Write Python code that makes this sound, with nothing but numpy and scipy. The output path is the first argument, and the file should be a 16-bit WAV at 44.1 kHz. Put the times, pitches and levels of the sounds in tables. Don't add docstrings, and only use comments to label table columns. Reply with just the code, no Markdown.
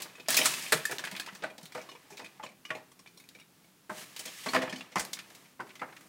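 import sys
import numpy as np
from scipy import signal
from scipy.fft import rfft, irfft
from scipy.io import wavfile
from scipy.ndimage import uniform_filter1d

SR = 44100
rng = np.random.default_rng(int(sys.argv[2]) if len(sys.argv) > 2 else 0)


def inscribe(sig):
    pcm = np.round(np.clip(np.atleast_2d(sig).T, -1, 1) * 32767)
    wavfile.write(sys.argv[1], SR, pcm.astype(np.int16))


def voltage_ratio(decibels):
    exponent = np.asarray(decibels, float) / 20
    return 10 ** exponent


N = 268128
LONG = 6000

# (time [s], peak level [dB], centre of the colour [Hz], contact [ms])
CRACKS = [
    (0.2777, -45, 4200, 0.38),
    (0.9837, -28.5, 3600, 0.35),
    (1.1981, -34, 3350, 0.3),
    (3.2891, -45.5, 3730, .35),
]
# (time [s], peak level [dB], pitch [Hz], t60 [s])
HELD_RINGS = [(0.284, -25, 646, 0.036), (0.284, -34.5, 1810, 0.09), (0.307, -33, 1650, 0.045),
              (0.374, -23, 2600, 0.03), (0.374, -33, 2440, 0.029), (0.386, -32, 1840, 0.045),
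              (0.409, -31.5, 611, 0.068), (0.413, -28, 3120, 0.04), (0.415, -22.5, 2300, 0.022),
              (0.456, -34, 1530, 0.034), (0.463, -38, 2260, 0.023), (0.465, -37, 1920, 0.035),
              (0.722, -30, 1326, 0.11), (0.722, -29.5, 1177, 0.066), (0.722, -22, 1916, 0.033),
              (0.723, -30, 1570, 0.063), (0.723, -22.5, 1810, 0.029), (0.724, -32, 1680, 0.051),
              (0.725, -27.5, 447, 0.11), (0.729, -28, 570, 0.031), (0.853, -22, 1760, 0.029),
              (0.92, -36, 1715, 0.037), (0.928, -38, 407, 0.067), (1.436, -42, 853, 0.11),
              (1.437, -40, 1580, 0.046), (1.438, -30, 1515, 0.047), (1.441, -29, 630, 0.052),
              (1.75, -44, 1180, 0.089), (1.751, -42, 496, 0.18), (1.764, -44, 297, 0.088),
              (1.781, -36.5, 635, 0.046), (2.103, -46.5, 850, 0.045), (2.119, -48, 398, 0.11),
              (2.193, -49.5, 830, 0.1), (2.398, -44, 860, 0.095), (2.435, -38, 1075, 0.035),
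              (2.436, -42, 555, 0.038)]
# (time [s], peak level [dB], pitch [Hz], t60 [s])
LATE_RINGS = [(2.704, -44, 632, 0.23), (2.704, -37, 1433, 0.05), (2.705, -30, 1914, 0.029),
              (2.706, -46, 1780, 0.028), (2.707, -40, 1123, 0.12), (3.896, -41.5, 1568, 0.091),
              (3.896, -34.5, 1316, 0.053), (3.897, -40, 874, 0.07), (3.898, -40.5, 1057, 0.069),
              (3.9, -46.5, 618, 0.31), (4.462, -44, 649, 0.15), (4.464, -38, 428, 0.088),
              (4.465, -39, 1114, 0.1), (4.469, -35, 258, 0.098), (4.538, -29, 1500, 0.039),
              (4.541, -28.5, 1030, 0.066), (4.547, -29.5, 653, 0.21), (4.56, -28, 1628, 0.072),
              (4.563, -30, 397, 0.062), (4.563, -29.5, 512, 0.11), (4.565, -37, 430, 0.07),
              (4.567, -37, 260.4, 0.29), (4.625, -38, 390, 0.089), (4.625, -37.5, 506, 0.12),
              (4.625, -32.5, 646, 0.055), (4.726, -38.5, 1740, 0.035), (4.726, -38, 2250, 0.029),
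              (4.731, -39.5, 257, 0.11), (4.957, -27, 942, 0.055), (4.959, -31.5, 724, 0.062),
              (4.961, -30, 1047, 0.05), (4.962, -30, 1390, 0.032), (4.963, -28.5, 480, 0.035),
              (4.964, -34.5, 2060, 0.11), (5.596, -43, 1370, 0.099), (5.598, -37, 1021, 0.082),
              (5.6, -46, 1115, 0.07), (5.601, -46, 357, 0.085), (5.603, -35, 1520, 0.038),
              (5.815, -37, 830, 0.044), (5.815, -48, 1160, 0.1), (5.816, -42, 1250, 0.054),
              (5.818, -42.5, 1620, 0.095), (5.82, -39, 1010, 0.038), (5.83, -39, 1400, 0.046)]


def evened(x):
    return x / np.sqrt(np.mean(x ** 2) + 1e-20)


def topped(x):
    return x / (abs(x).max() + 1e-12)


def read(points, hz):
    f, value = np.transpose(points)
    return np.interp(np.log(hz + 1), np.log(f + 1), value)


def coloured(x, points, tilt_db=0):
    hz = np.fft.rfftfreq(len(x), 1 / SR)
    gain_db = read(points, hz) + tilt_db * np.log2(hz / 3000 + 1e-3)
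    return irfft(rfft(x) * voltage_ratio(gain_db), len(x))


def filtered(x, order, hz, kind="low"):
    return signal.sosfilt(signal.butter(order, hz, kind, fs=SR, output="sos"), x)


def place(out, start, sound):
    out[start:start + len(sound)] += sound


def ring(modes, t, luck, detune, spread_db):
    hz, db, t60 = np.transpose(modes)[:, :, None]
    favour, shift = luck[:2 * len(hz)].reshape(2, -1, 1)
    level = voltage_ratio(db + spread_db * favour - 60 * t / t60)
    return (level * np.sin(2 * np.pi * hz * (1 + detune * shift) * t)).sum(0)


def crowd(noise, rattle, t, t60):
    energy = signal.fftconvolve(rattle ** 2, voltage_ratio(-120 * t / t60))[:len(t)]
    return evened(noise * np.sqrt(abs(energy)))


def hush():
    # (frequency [Hz], level [dB per Hz])
    hush_colour = [(12, -52.5), (20, -24), (27, -34), (53, -20), (91, -19.5), (113, -11.5), (187, -2.5),
                   (228, -13), (255, -6), (499, -17), (802, -18.5), (1330, -19), (16000, -26.5)]
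    drift = evened(uniform_filter1d(uniform_filter1d(rng.standard_normal(N), 5000), 5000))
    level = voltage_ratio(-62.5) * voltage_ratio(.6 * drift)
    return level * evened(coloured(rng.standard_normal(N), hush_colour))


def room(x):
    # (frequency [Hz], t60 [s])
    decay = [(150, 0.69), (400, 0.43), (1000, 0.28), (2800, 0.31), (7000, 0.15), (14000, 0.27)]
    taps = np.zeros(SR // 2)
    at = np.arange(150, len(taps) - 20, 20)
    taps[at + rng.integers(0, 20, len(at))] = rng.choice([-1., 1.], len(at))
    hz, t, z = signal.stft(taps, SR, nperseg=256)
    fade = voltage_ratio(-60 * t / read(decay, hz)[:, None])
    tail = signal.istft(z * fade, SR, nperseg=256)[1]
    return signal.fftconvolve(x, tail / np.linalg.norm(tail))[:N]


def pushes():
    # (time [s], peak level [dB])
    puffs = [(.4, -65), (.495, -69), (0.723, -66), (.92, -65), (1.435, -66), (2.426, -74), (2.706, -73),
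             (3.898, -71.5), (4.595, -66), (4.69, -70), (4.97, -64), (5.01, -57), (5.83, -72)]
    puff_hz, puff_s, lead = 46.2, 0.01, 2000
    out, t = np.zeros(N + LONG), np.arange(-lead, LONG - lead) / SR
    puff = np.exp(-.5 * (t / puff_s) ** 2) * np.sin(2 * np.pi * puff_hz * t)
    for s, db in puffs:
        place(out, round(s * SR) - lead, voltage_ratio(db) * puff)
    return out[:N]


def carriers():
    # (time [s], peak level [dB])
    ticks = [
        (2.75, -62),
        (2.917, -60),
        (2.992, -53),
        (3.062, -62),
        (3.173, -53),
        (3.4, -58),
    ]
    # (pitch [Hz], level [dB], t60 [s])
    modes = [(1080, -3, 0.048), (2420, 1, 0.043), (3800, -3, .05), (5600, 6, 0.072), (9600, 6, .04)]
    out, t = np.zeros(N + LONG), np.arange(LONG) / SR
    for s, db in ticks:
        touch = rng.standard_normal(300) * np.exp(-t[:300] / 0.0023)
        body = ring(modes, t, rng.standard_normal(10), detune=.006, spread_db=1)
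        tick = signal.fftconvolve(body, touch)[:LONG]
        place(out, round(s * SR), voltage_ratio(db + 5.0) * topped(tick))
    return out[:N]


def scrape():
    # (brightness [dB], weight [dB], pressure curve of (time [s], level [dB]))
    strokes = [(1.5, 4, [(0, -43), (.06, -56.5), (.27, -64.5)]), (4.5, -5.5, [(.283, -32.5), (.332, -35),
               (.456, -32), (.562, -39.5), (.878, -51), (.98, -48.5)]), (1, 7, [(.98, -52), (1.42, -62)]),
               (-17, 5.5, [(1.42, -43.5), (1.55, -74), (1.74, -63)]), (0, 6, [(1.74, -50.5), (1.914, -63.5),
               (2.38, -66), (2.466, -76), (2.7, -99)]), (-9, 13, [(2.76, -67), (3, -92)]),
               (5.5, -1, [(3.897, -58), (3.948, -53.5), (3.984, -47), (4.032, -48), (4.054, -55.5),
               (4.16, -58)]), (4, -9.5, [(4.16, -47), (4.226, -53), (4.36, -48.5), (4.55, -45)]),
               (-5, 5.5, [(4.55, -33.5), (4.61, -50), (4.798, -56), (4.95, -64)]), (5, 5.5, [(4.96, -53),
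               (5.178, -62), (5.438, -63.5), (5.55, -70)]), (9.5, 13, [(5.6, -85), (5.678, -69),
               (5.81, -72), (6.08, -68)])]
    # (frequency [Hz], level [dB per Hz])
    scrape_colour = [(59, -50), (100, 4), (872, 1), (1170, 4.5), (1450, -1.5), (1680, 5.5), (2930, 3.5),
                     (3400, 2), (9410, -6.5), (16000, -14.5)]
    t, gain, bright, weight = np.arange(N) / SR, np.zeros(N), np.zeros(N), np.zeros(N)
    for bright_db, weight_db, rows in strokes:
        s, db = np.transpose(rows)
        on = (t >= s[0]) & (t < s[-1])
        gain[on] = voltage_ratio(np.interp(t[on], s, db)) * signal.windows.tukey(on.sum(), .02)
        bright[on], weight[on] = voltage_ratio(bright_db), voltage_ratio(weight_db)
    clumps = evened(uniform_filter1d(uniform_filter1d(rng.standard_normal(N), 160), 160))
    slips = voltage_ratio(2.1 * rng.exponential(1, N).clip(0, 4))
    grit = rng.standard_normal(N) * voltage_ratio(.8 * clumps) * slips
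    grit = evened(coloured(grit, scrape_colour))
    low = signal.sosfiltfilt(signal.butter(2, 1300, fs=SR, output="sos"), grit)
    high = signal.sosfiltfilt(signal.butter(2, 6000, "high", fs=SR, output="sos"), grit)
    return gain * (grit - low - high + weight * low + bright * high)


def clicks():
    # (time [s], peak level [dB])
    flicks = [(0.2844, -21), (.4559, -12), (.7227, -11), (1.1984, -28), (1.583, -38.5), (1.631, -32.5),
              (3.2902, -33.5), (4.1647, -31), (4.192, -31), (4.2598, -21), (4.565, -25), (5.0512, -24)]
    rows = [(s, db + 9, hz, 0.000157) for s, db, hz, _ in CRACKS]
    rows += [(s, db, 10040, .00004) for s, db in flicks]
    out, t = np.zeros(N + LONG), np.arange(100) / SR
    for s, db, hz, width in rows:
        u = t - 4 * width
        packet = np.exp(-.5 * (u / width) ** 2) * np.sin(2 * np.pi * hz * u)
        place(out, round(s * SR), voltage_ratio(db) * packet)
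    return out[:N]


def ringing():
    # (time [s], peak level [dB], pitch [Hz])
    bumps = [(.292, -39, 272), (0.387, -37, 274), (0.742, -30.5, 157), (.752, -39, 366), (1.123, -38, 194),
             (1.323, -44, 190), (1.628, -43, 175), (3.906, -39, 202), (4.544, -34, 259), (4.724, -38, 190),
             (4.96, -32.5, 190), (5.621, -43.5, 361), (5.646, -48.5, 400)]
    out, t = np.zeros(N + LONG), np.arange(LONG) / SR
    for s, db, hz, t60 in HELD_RINGS + LATE_RINGS + [(s, db, hz, .07) for s, db, hz in bumps]:
        rise = 1 - np.exp(-t / (0.0016 * (1000 / hz) ** 0.72))
        tone = rise * np.sin(2 * np.pi * hz * t)
        place(out, round(s * SR), voltage_ratio(db + 4.5 - 60 * t / t60) * tone)
    return out[:N]


def contacts():
    # (time [s], peak level [dB], loudest ring [Hz], thump [dB re peak])
    taps = [(0.1974, -38, 2430, -14), (0.4124, -15, 2950, -10), (0.895, -33, 1900, -4.5),
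            (0.9915, -28, 1640, -24), (1.3232, -48, 953, -23), (1.499, -43, 2430, -3),
            (1.889, -38.5, 1086, -20), (1.9142, -41.5, 2860, -10), (1.95, -42.5, 995, -15),
            (2.0278, -59, 2130, -18), (2.1238, -46.5, 2490, -5), (2.2148, -42.5, 2370, -4),
            (2.244, -37, 2400, -19), (2.435, -28.5, 984, -11.5), (2.4493, -42.5, 2830, -4.5),
            (2.4878, -48, 2330, -7), (2.517, -51, 2340, -11), (2.69, -45.5, 2500, -11),
            (2.749, -37, 2420, -1.5), (2.7981, -58, 1910, -5), (3.309, -55, 1650, -23),
            (3.3484, -42.5, 2310, -13.5), (3.3856, -49, 2300, -23), (3.641, -53.5, 2260, -9.5),
            (4.2783, -33, 3190, -16), (4.486, -26.5, 4330, -13.5), (4.6952, -33, 3170, -8),
            (5.3481, -52, 2600, -13), (5.793, -40.5, 1965, -33)]
    # (time [s], peak level [dB], loudest ring [Hz], tick [dB re peak])
    glances = [(0.096, -46.5, 2330, -31), (0.1523, -42, 2560, -22), (0.3738, -12.5, 2510, -12),
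               (.537, -28, 2660, -11.5), (0.663, -31, 2510, -30), (0.7978, -35, 2370, -39),
               (0.853, -22, 1740, -7), (1.039, -26.5, 1670, -18.5), (1.15, -34.5, 2390, -18.5),
               (1.1975, -28.5, 1620, -14.5), (1.2167, -40, 1790, -24.5), (1.274, -36.5, 1010, -24),
               (1.721, -42.5, 2300, -10), (1.804, -41.5, 2300, -29), (2.1779, -36.5, 2300, -16.5),
               (2.261, -37.5, 2420, -21.5), (2.463, -39, 2390, -23), (2.6509, -34.5, 2910, -20),
               (2.666, -50, 2900, -31), (2.9162, -52, 1120, -11), (2.992, -51, 1090, -10.5),
               (3.0602, -43, 2300, -29), (3.073, -47, 2390, -13.5), (3.1734, -56, 1030, -2.5),
               (3.1986, -48, 2180, -10.5), (3.239, -51.5, 2420, -15), (3.3981, -47.5, 2870, -15),
               (3.413, -48.5, 2300, -19.5), (4.759, -37.5, 3050, -14.5), (4.808, -29, 2650, -28)]
    # (time [s], peak level [dB], centre of the colour [Hz], tick [dB re peak], contact [ms])
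    slaps = [(.055, -42.5, 890, -38, 2.5), (0.181, -44.5, 1660, -23, 2.4),
             (0.285, -24.5, 1770, -5, 2.1), (0.3886, -13, 1890, -17, 3.6),
             (0.7212, -10, 1740, -19, 9.2), (0.9115, -29.5, 1440, -10.5, 3.3),
             (0.92, -24, 1660, -19, 2.4), (1.1127, -36, 1990, -11.5, 5.3), (1.4248, -37, 820, -48, 12),
             (1.4371, -21, 1460, -27, 3), (1.5798, -39, 3350, -17, 1.9),
             (1.6285, -50.5, 970, -5.5, 12), (1.7495, -24, 1165, -28, 2.1),
             (1.7741, -30, 930, -28, 5.5), (2.1008, -40, 910, -19.5, 21),
             (2.192, -30.5, 890, -23.5, 7.2), (2.3956, -34.5, 910, -36, 4.9),
             (2.7035, -21.5, 1810, -35, 5.2), (2.7683, -51.5, 890, -9.5, 10.6),
             (3.8944, -25.5, 1240, -32, 10.5),
             (4.193, -38.5, 3220, -2.5, 4.9), (4.2528, -37, 2400, -7, 13),
                  (4.4598, -19, 1110, -27, 9.1), (4.5338, -15, 1430, -27.5, 3.9),
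                  (4.5464, -11.5, 1030, -27, 3.9), (4.563, -10, 1695, -45, 2),
                  (4.613, -25.5, 1860, -28.5, 21), (4.629, -25.5, 1280, -26.5, 3.2),
                  (4.6755, -32, 1710, -39, 2.9), (4.725, -26, 1810, -24, 6.8),
                  (4.7802, -44.5, 3000, -13, 13), (4.9184, -44.5, 2170, -16.5, 11),
                  (4.957, -13.5, 1006, -27.5, 3.1), (4.9687, -22.5, 940, -20.5, 1.4),
                  (4.994, -30, 1570, -5, 8.6), (5.301, -47, 1670, -11, 3.5), (5.5943, -26, 1384, -54, 2.4),
                  (5.6024, -29, 1120, -31, 6.5), (5.666, -47.5, 1030, -24, 4.2),
                  (5.8137, -22.5, 1030, -40.5, 12), (5.882, -47, 1560, -29, 19)]
    # (time [s], peak level [dB], centre of the colour [Hz], tick [dB re peak])
    snaps = [(0.02, -30, 4400, -9), (0.304, -32.5, 4840, 4), (.324, -37, 3400, 2.5), (0.343, -40, 3540, 10),
             (0.3678, -22, 2560, -1), (0.4566, -12.5, 1500, -13), (0.463, -19.5, 2230, -16),
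             (0.772, -36, 1720, -3.5), (1.05, -29.5, 2480, -16), (1.0704, -29.5, 1660, -17.5),
             (1.164, -29.5, 2280, -14.5), (1.262, -35.5, 2350, -15.5), (1.284, -35, 1970, -30),
             (1.35, -42, 1690, -8), (1.611, -49.5, 940, -12), (1.6554, -45, 2400, -3),
             (1.815, -48.5, 1660, -5.5), (2.1701, -41, 2630, -12), (4.163, -32.5, 2980, -16),
             (4.982, -32, 1440, -10), (5.0486, -41, 1380, -6.5), (5.1313, -26.5, 4830, -13.5),
             (5.169, -39, 2120, -33), (5.1886, -33, 2370, -18), (5.456, -50, 2450, -20),
             (5.702, -42.5, 2300, -28), (5.7536, -42, 2200, -18), (5.9237, -43, 1000, -24),
             (5.965, -41.5, 2110, -18.5), (6.008, -47.5, 1110, -14), (.259, -44, 2300, -25),
             (0.4496, -28, 2970, -6), (0.6236, -42.5, 2520, -1), (1.414, -56, 2300, -27),
             (2.428, -34, 2530, -31), (4.6198, -38, 2500, -8.5), (5.349, -58.5, 3530, 3.5),
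             (5.691, -47, 2480, -23), (5.8, -71, 910, -40)]
    # (time [s], peak level [dB], centre of the colour [Hz], tick [dB re peak], contact [ms])
    blows = [
        (0.7241, -10.5, 2940, -27, 5),
        (2.7048, -21.5, 2190, -31, 0.4),
        (5.6033, -33.5, 1750, -27, 1),
        (5.8165, -28, 1690, -36, 0.93),
    ]
    rows = [(s, db, hz, thump_db, -19, 5.8, 5) for s, db, hz, thump_db in taps]
    rows += [(s, db, hz, -39.5, tick_db, 3.9, 6) for s, db, hz, tick_db in glances]
    for s, db, hz, tick_db, ms in slaps:
        thump_db = -9 - 0.1129 * (db + 33.5)
        rows.append((s, db, hz, thump_db, tick_db, ms, -8))
    rows += [(s, db, hz, -39, tick_db, 3.67, -8) for s, db, hz, tick_db in snaps]
    rows += [(s, db, hz, -42, -9.5, ms, -12) for s, db, hz, ms in CRACKS]
    return rows + [(s, db, hz, -42, tick_db, ms, -12) for s, db, hz, tick_db, ms in blows]


def knock(db, hz, thump_db, tick_db, ms, clear_db, noise_db):
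    # (frequency [Hz], level [dB per Hz])
    thump_colour = [(59, -45), (100, -23.5), (227, -9.5), (524, -11), (642, -11), (778, -8), (1000, -10),
                    (1300, -48), (2200, -120)]
    # (pitch [Hz], level [dB], t60 [s])
    bend_modes = [(142, -8.5, 0.054), (280, -3.5, 0.021), (390, -8, 0.17), (499, -3, 0.097),
                  (628, 2.5, 0.14), (851, -8.5, 0.082), (1030, -47, 0.077)]
    # (pitch [Hz], level [dB], t60 [s])
    cross_modes = [(1158, -10, 0.13), (1810, -10, 0.037), (2300, 4.5, 0.043), (2510, 4.5, 0.077),
                   (3085, 1.5, 0.062), (3616, 5.5, 0.035), (4400, -9, 0.071), (5490, -8.5, 0.037),
                   (6700, -4.5, 0.068), (8570, -38, 0.0205)]
    # (frequency [Hz], level [dB per Hz])
    tick_colour = [(2470, -7.5), (4200, 0), (4800, 0), (5680, -1.5), (8650, -4), (13300, -12),
                   (16000, -8.5)]
    t = np.arange(LONG) / SR
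    luck, dice = rng.standard_normal(64), rng.random(LONG)
    grit, mid, low, high = rng.standard_normal((4, LONG))

    span = max(ms, .3) / 1000
    rise_s = 0.000067 + 0.097 * span * voltage_ratio(-0.35 * (db + 43.5))
    touch = (1 - np.exp(-t / rise_s)) * np.exp(-t / span)
    rattle = touch * grit.clip(-1.6, 1.6) * (0.5 + (dice < .08))

    modes = ring(cross_modes, t, luck, detune=0.035, spread_db=4.5)
    spot = ring([(hz, 0, .045), (hz * 1.04, -6, .045)], t, luck, 0, 0)
    bends = ring(bend_modes, t, luck[24:], detune=0.008, spread_db=-2.0)
    driven = signal.fftconvolve(rattle[None], [modes, spot, bends], axes=1)[:, :LONG]
    modes, spot, bends = map(evened, driven)

    broad_hz = max(hz, 1400)
    hump = filtered(crowd(mid, rattle, t, 0.062), 2, [broad_hz / 1.7, broad_hz * 1.64], "band")
    under = filtered(crowd(mid[::-1], rattle, t, 0.54), 2, [broad_hz / 3.1, broad_hz / 0.83], "band")
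    body = hump + voltage_ratio(-13.5) * under
    clear = voltage_ratio(-1.5) * modes * min(1, 1.5 + clear_db / 10) + voltage_ratio(1.5) * spot
    slat = evened(body) + voltage_ratio(clear_db) * clear
    dull_hz = min(1.74 * broad_hz * voltage_ratio(2.15 * max(tick_db + 29.0, 0)), 18000)
    slat = filtered(filtered(slat, 2, dull_hz), 2, dull_hz)

    thump = crowd(coloured(low, thump_colour), rattle, t, 0.17)
    thump = thump * (1 - np.exp(-t / 0.0028)) + voltage_ratio(-3.5) * bends

    tick = evened(rattle) + 0.95 * crowd(high + 0.5 * np.roll(high, 1), rattle, t, 0.12)
    fine_modes = [(f, 0, .05) for f in np.geomspace(3400, 13000, num=16)]
    fine = ring(fine_modes, t, luck[::-1], detune=.04, spread_db=5)
    fine = evened(signal.fftconvolve(rattle, fine)[:LONG])
    tick += 0.51 * (clear_db > 0) * fine
    edge = np.add(tick_colour, np.outer(3.0 * luck[-len(tick_colour):], [0, 1]))
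    tick = coloured(tick, edge, 0.06 * (db + tick_db + 61.0))
    tick = filtered(tick, 2, min(10000 * voltage_ratio(max(tick_db + 23, 0)), 18000))

    main = voltage_ratio(noise_db) * (topped(slat) + voltage_ratio(thump_db + 1.5) * topped(thump))
    return voltage_ratio(db) * (main + voltage_ratio(tick_db + 14.0 + noise_db * (clear_db > 0)) * topped(tick))


def knocks():
    out = np.zeros(N + LONG)
    for s, *rest in contacts():
        rung = any(0 <= row[0] - s + .004 < .012 for row in HELD_RINGS + LATE_RINGS)
        place(out, round(s * SR), knock(*rest, -6 * rung))
    return out[:N]


def scene():
    blinds = carriers() + scrape() + clicks() + ringing() + knocks()
    blinds = filtered(blinds, 6, 128, "high")
    return (blinds + voltage_ratio(-11.5) * room(blinds) + hush() + pushes())[None]


def roll_off(x):
    return signal.sosfilt(signal.butter(12, 16640, fs=SR, output="sos"), x)


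def record(dry):
    cut = signal.oaconvolve(dry[0], signal.firwin(255, 15900, fs=SR), "same")
    return roll_off(cut)


dry = scene()
out = record(dry)
inscribe(out)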